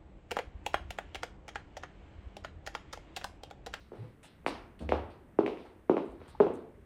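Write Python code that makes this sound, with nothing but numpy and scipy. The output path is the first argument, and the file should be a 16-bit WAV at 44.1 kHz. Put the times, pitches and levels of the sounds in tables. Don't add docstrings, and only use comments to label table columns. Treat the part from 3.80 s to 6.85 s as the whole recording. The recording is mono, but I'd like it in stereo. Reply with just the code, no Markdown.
import sys
import numpy as np
from scipy import signal
from scipy.fft import rfft, irfft
from scipy.io import wavfile
from scipy.ndimage import uniform_filter1d

SR = 44100
rng = np.random.default_rng(int(sys.argv[2]) if len(sys.argv) > 2 else 0)


def to_linear_factor(level_db):
    exponent = np.asarray(level_db, float) / 20
    return 10 ** exponent


def generate_wav(sig):
    pcm = np.round(np.clip(np.atleast_2d(sig).T, -1, 1) * 32767).astype(np.int16)
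    wavfile.write(sys.argv[1], SR, pcm)


N = 134505
SIZE = 32768

# start_s, level_db, board_pitch_hz, board_width_hz, tick_re_knock_db
HEEL_KNOCKS = [(0.1178, -37.5, 390, 231, -40), (0.645, -47, 400, 300, -32), (.6632, -14, 706, 1000, -4.5),
               (1.0910, -21.5, 463, 242, -3.5), (1.1204, -13, 556, 500, -18),
               (1.5878, -11.5, 366.5, 122, -31.5), (1.6625, -21, 400, 180, -3),
               (1.6772, -26.5, 530, 400, -13), (1.7725, -36.5, 525, 400, 2.5),
               (2.0952, -11.5, 338, 162, -31), (2.1678, -19.5, 377, 224, -18),
               (2.1785, -26, 635, 500, -29.5), (2.415, -42.5, 493, 400, -11),
               (2.601, -11.5, 416, 179, -27.5), (2.6057, -10.5, 422, 110, -35),
               (2.667, -20.5, 410, 176.6, -27.5), (3.014, -59, 900, 600, 6.5)]
# start_s, level_db, pitch_hz, push_s, ring_t60_s
JOIST_THUDS = [
    (.005, -49.5, 61, 0.019, 0.18),
    (.185, -39, 112.8, 0.01, 0.36),
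    (1.011, -36, 71.9, 0.025, 0.74),
    (1.125, -35.5, 74.6, 0.012, 0.64),
    (1.758, -61.5, 63.7, 0.013, 0.24),
    (2.29, -46.5, 58, 0.013, 0.29),
    (2.37, -53.5, 81.3, 0.022, 0.44),
    (2.549, -41.5, 875, 0.0024, 0.027),
    (.215, -42, 146.5, 0.014, .2),
]
# start_s, length_s, level_db, centre_hz, airy_top_re_centre_db
SOLE_SCUFFS = [(.001, 0.024, -67.5, 3360, -33), (.125, 0.054, -56, 417, -58), (.145, 0.16, -73, 1850, -9),
               (.2, 0.083, -61, 362, -50), (.428, 0.048, -59, 2300, 0.5), (.432, 0.036, -67, 580, -43),
               (.662, 0.043, -54.5, 4860, 1), (0.991, 0.013, -60, 2500, -5.5),
               (1.003, 0.05, -47, 241, -33.5), (1.090, .008, -55.5, 5000, -24),
               (1.663, 0.0056, -71.5, 4040, 5), (1.3, 0.025, -69.5, 2960, -10.5),
               (1.85, 0.033, -59.5, 833, -21.5), (1.768, 0.08, -70.5, 2500, -14.5),
               (2.241, 0.11, -80, 2920, 2), (2.39, 0.18, -68, 1150, -31), (2.477, 0.044, -69, 3740, 4),
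               (2.735, 0.042, -74, 3430, 8.5)]
# delay_s, level_db
EARLY_ECHOES = [(0.0103, -10.5), (0.0183, -7.5), (.040, -13)]
# pitch_hz, t60_s
HALL_DECAY = [(125, 0.76), (250, 0.63), (500, 0.56), (1000, 0.56), (2000, 0.59), (4000, 0.36), (8000, 0.41)]
# pitch_hz, level_db
HALL_TONE = [(125, 1.5), (250, 5), (500, 1), (1000, 2), (2000, -1.5), (4000, 6), (8000, -3)]
# pitch_hz, gain_db
HUM_TONE = [(22, -7), (55, 3.5), (130, -2), (300, -4), (800, -18), (2000, -22.5), (5000, -43),
            (14000, -29.5)]
# pitch_hz, gain_db
TREBLE_COLOUR = [(5500, 0), (7700, -5.5), (8100, -1.5), (10600, -7), (11600, -24), (12500, -7), (15000, -9.5),
                 (16000, -40.5)]
# pitch_hz, left_lead_rad
PORT_PHASE = [(600, 0.16), (2200, 1.2), (4000, 1.37), (7000, 1.7), (14000, 2)]
# time_s, left_minus_right_db
WALKER_PAN = [(.1, -14), (1.1, -6), (1.5, -12.5), (2.1, -7.5), (3, -11.5)]


def shape(table, hz):
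    table_hz, value = np.array(table).T
    return np.interp(np.log(hz + 1), np.log(table_hz), value)


def reso(f, hz, width_hz):
    return 1j * f * width_hz / (hz ** 2 - f ** 2 + 1j * f * width_hz)


def peak(spec, db):
    return spec * to_linear_factor(db) / np.abs(irfft(spec)).max()


def causal(power):
    cepstrum = irfft(np.log(power + 1e-20) / 2)
    fold = np.r_[1, 2 * np.ones(SIZE // 2 - 1), np.zeros(SIZE // 2)]
    return np.exp(rfft(cepstrum * fold))


def walk(rate):
    k = int(SR / rate)
    steps = np.repeat(rng.standard_normal(N // k + 1), k)
    drift = uniform_filter1d(uniform_filter1d(steps, k), k)[:N]
    return drift / drift.std()


def hum():
    level_db, swell_db, alike_hz = -57, 3, 2500
    f = np.fft.rfftfreq(N, 1 / SR)
    mid, side = rfft(rng.standard_normal((2, N))) * to_linear_factor(shape(HUM_TONE, f))
    ears = mid + side * np.clip(0.3 + f / alike_hz, 0, 0.8) * np.array([[1], [-1]])
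    out = 0
    for hz in 22 * 2.0 ** np.arange(10):
        band = np.clip(1 - np.abs(np.log2((f + 1) / hz)), 0, 1)
        depth_db = swell_db * min(1, 150 / hz + 0.069)
        out = out + irfft(ears * band, N) * to_linear_factor(depth_db * walk(5.3))
    return out * to_linear_factor(level_db) / out.std()


def hall(f):
    rise_s, alike = 0.0027, 0.45
    t = np.arange(SIZE // 2) / SR
    a, b = rng.standard_normal((2, SIZE // 2))
    ears = rfft([a, alike * a + np.sqrt(1 - alike ** 2) * b], SIZE)
    tail, last = 0, len(HALL_DECAY) - 1
    for k, (hz, t60) in enumerate(HALL_DECAY):
        octaves = np.clip(np.log2((f + 1) / hz), 0 if k == 0 else -9, 0 if k == last else 9)
        band = np.clip(1 - np.abs(octaves), 0, 1)
        fade = to_linear_factor(-60 * t / t60) / np.sqrt(t60 * SR / np.log(1e6))
        tail = tail + irfft(ears * band)[:, :SIZE // 2] * fade
    return rfft(tail * (1 - np.exp(-t / rise_s)), SIZE) * to_linear_factor(shape(HALL_TONE, f))


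def add(out, at, near, far, pan_db, tail, f):
    pan_top_hz, tail_pan_share = 526, 0.3
    lean = 1 / (1 + (f / pan_top_hz) ** 4) / (1 + (130 / (f + 1)) ** 2)
    pan = np.array([[pan_db], [-pan_db]]) / 2 * lean
    skew = 1 + 0.13 * rng.standard_normal((len(EARLY_ECHOES), 2, 1))
    early = 0
    for (delay_s, db), stretch in zip(EARLY_ECHOES, skew):
        early = early + to_linear_factor(db) * np.exp(-2j * np.pi * f * delay_s * stretch)
    direct = near * (1 + early / (1 + 1j * f / 1500)) * to_linear_factor(pan)
    sound = irfft(direct + far * to_linear_factor(tail_pan_share * pan) * tail)
    i = int(at * SR)
    out[:, i:i + SIZE] += sound[:, :max(0, min(SIZE, N - i))]


def scuff(f, length, db, hz, top_db):
    grit_db, top_hz, wet_db = 2.3, 8200, -0.5
    t = np.arange(SIZE) / SR
    grit = rng.standard_normal(SIZE) * to_linear_factor(grit_db * rng.exponential(size=SIZE))
    patches = np.repeat(rng.standard_normal(SIZE // 256), 256)
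    patchy = to_linear_factor(2.1 * uniform_filter1d(patches, size=200))
    attack = np.clip(t / (0.076 * length), 0, 1)
    release = np.clip((1.254 * length - t) / (0.83 * length), 0, 1)
    body = reso(f, hz, 0.66 * hz) * reso(f, hz, 3 * hz)
    brush = rfft(grit * patchy * attack * release) * to_linear_factor(db) / np.sqrt(np.mean(np.abs(body) ** 2))
    top = to_linear_factor(top_db) * reso(f, top_hz, 5000) ** 2
    return brush * (body + top), brush * (body + 0.3 * top) * to_linear_factor(wet_db)


def thud(f, db, hz, push, t60):
    t = np.arange(SIZE) / SR
    modes = np.sin(2 * np.pi * hz * t) + 0.3 * np.sin(2 * np.pi * hz * 1.3 * t)
    near = peak(rfft(modes * to_linear_factor(-60 * t / t60) * (1 - np.exp(-t / push))), db)
    return near, near * to_linear_factor(-16)


def knock(f, db, hz, width_hz, tick_db):
    tick_hz, tick_width_hz, tick_top_db = 2300, 1600, -21
    cavity_hz, cavity_width_hz, cavity_db = 350, 420, -7
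    skirt_db, skirt_hz, bass_cut_hz = -17, 1000, 125
    soft_ratio = 2.83
    travel_s, travel_hz = 0.00271, 400
    tail_widen = 1.46
    tail_tick_share, tail_tick_db = 0.57, -6.5
    shadow_hz, hall_db = 2685, -5

    tick = np.abs(reso(f, tick_hz, tick_width_hz)) ** 6
    tick = tick + to_linear_factor(2 * tick_top_db) * np.abs(reso(f, 4900, 13000)) ** 2
    skirt = to_linear_factor(2 * skirt_db) / (1 + (f / skirt_hz) ** 6)
    cavity = np.abs(to_linear_factor(cavity_db) * reso(f, cavity_hz, cavity_width_hz) ** 2) ** 2
    bass_cut = (f ** 2 / (f ** 2 + bass_cut_hz ** 2)) ** 2
    travel = np.exp(-2j * np.pi * travel_s * travel_hz * np.log(1 + f / 60))

    def contact(width, snap_db):
        board = (np.abs(reso(f, hz, width)) ** 4 + (skirt + cavity) * width / 200) * bass_cut
        board = board / (1 + (f / (soft_ratio * (hz + width))) ** 6)
        power = board / board.sum() + to_linear_factor(2 * snap_db) * tick / tick.sum()
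        return peak(causal(power) * travel, db)

    near = contact(width_hz, tick_db)
    far = contact(width_hz * tail_widen, tail_tick_share * tick_db + tail_tick_db)
    shadow = causal(1 / (1 + (f / shadow_hz) ** 6) + to_linear_factor(-29))
    return near * shadow, far * to_linear_factor(hall_db)


def scene():
    f = np.fft.rfftfreq(SIZE, 1 / SR)
    out = hum()
    halls = [hall(f) for _ in range(9)]
    for k, (at, *row) in enumerate(SOLE_SCUFFS):
        add(out, at, *scuff(f, *row), -1.5, halls[k % 9], f)
    for k, (at, *row) in enumerate(JOIST_THUDS):
        add(out, at, *thud(f, *row), -2, halls[k % 9], f)
    for k, (at, *row) in enumerate(HEEL_KNOCKS):
        pan_db = np.interp(at, *np.array(WALKER_PAN).T)
        add(out, at + 0.0001, *knock(f, *row), pan_db, halls[k % 9], f)
    return out


def band_limit(x):
    return signal.sosfilt(signal.butter(12, 16480, fs=SR, output="sos"), x)


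def record(dry):
    f = np.fft.rfftfreq(N, 1 / SR)
    turn = np.exp(0.5j * shape(PORT_PHASE, f) * np.array([[1], [-1]]))
    mix = irfft(rfft(dry) * to_linear_factor(shape(TREBLE_COLOUR, f)) * turn, N)
    return band_limit(mix)


dry = scene()
out = record(dry)
generate_wav(out)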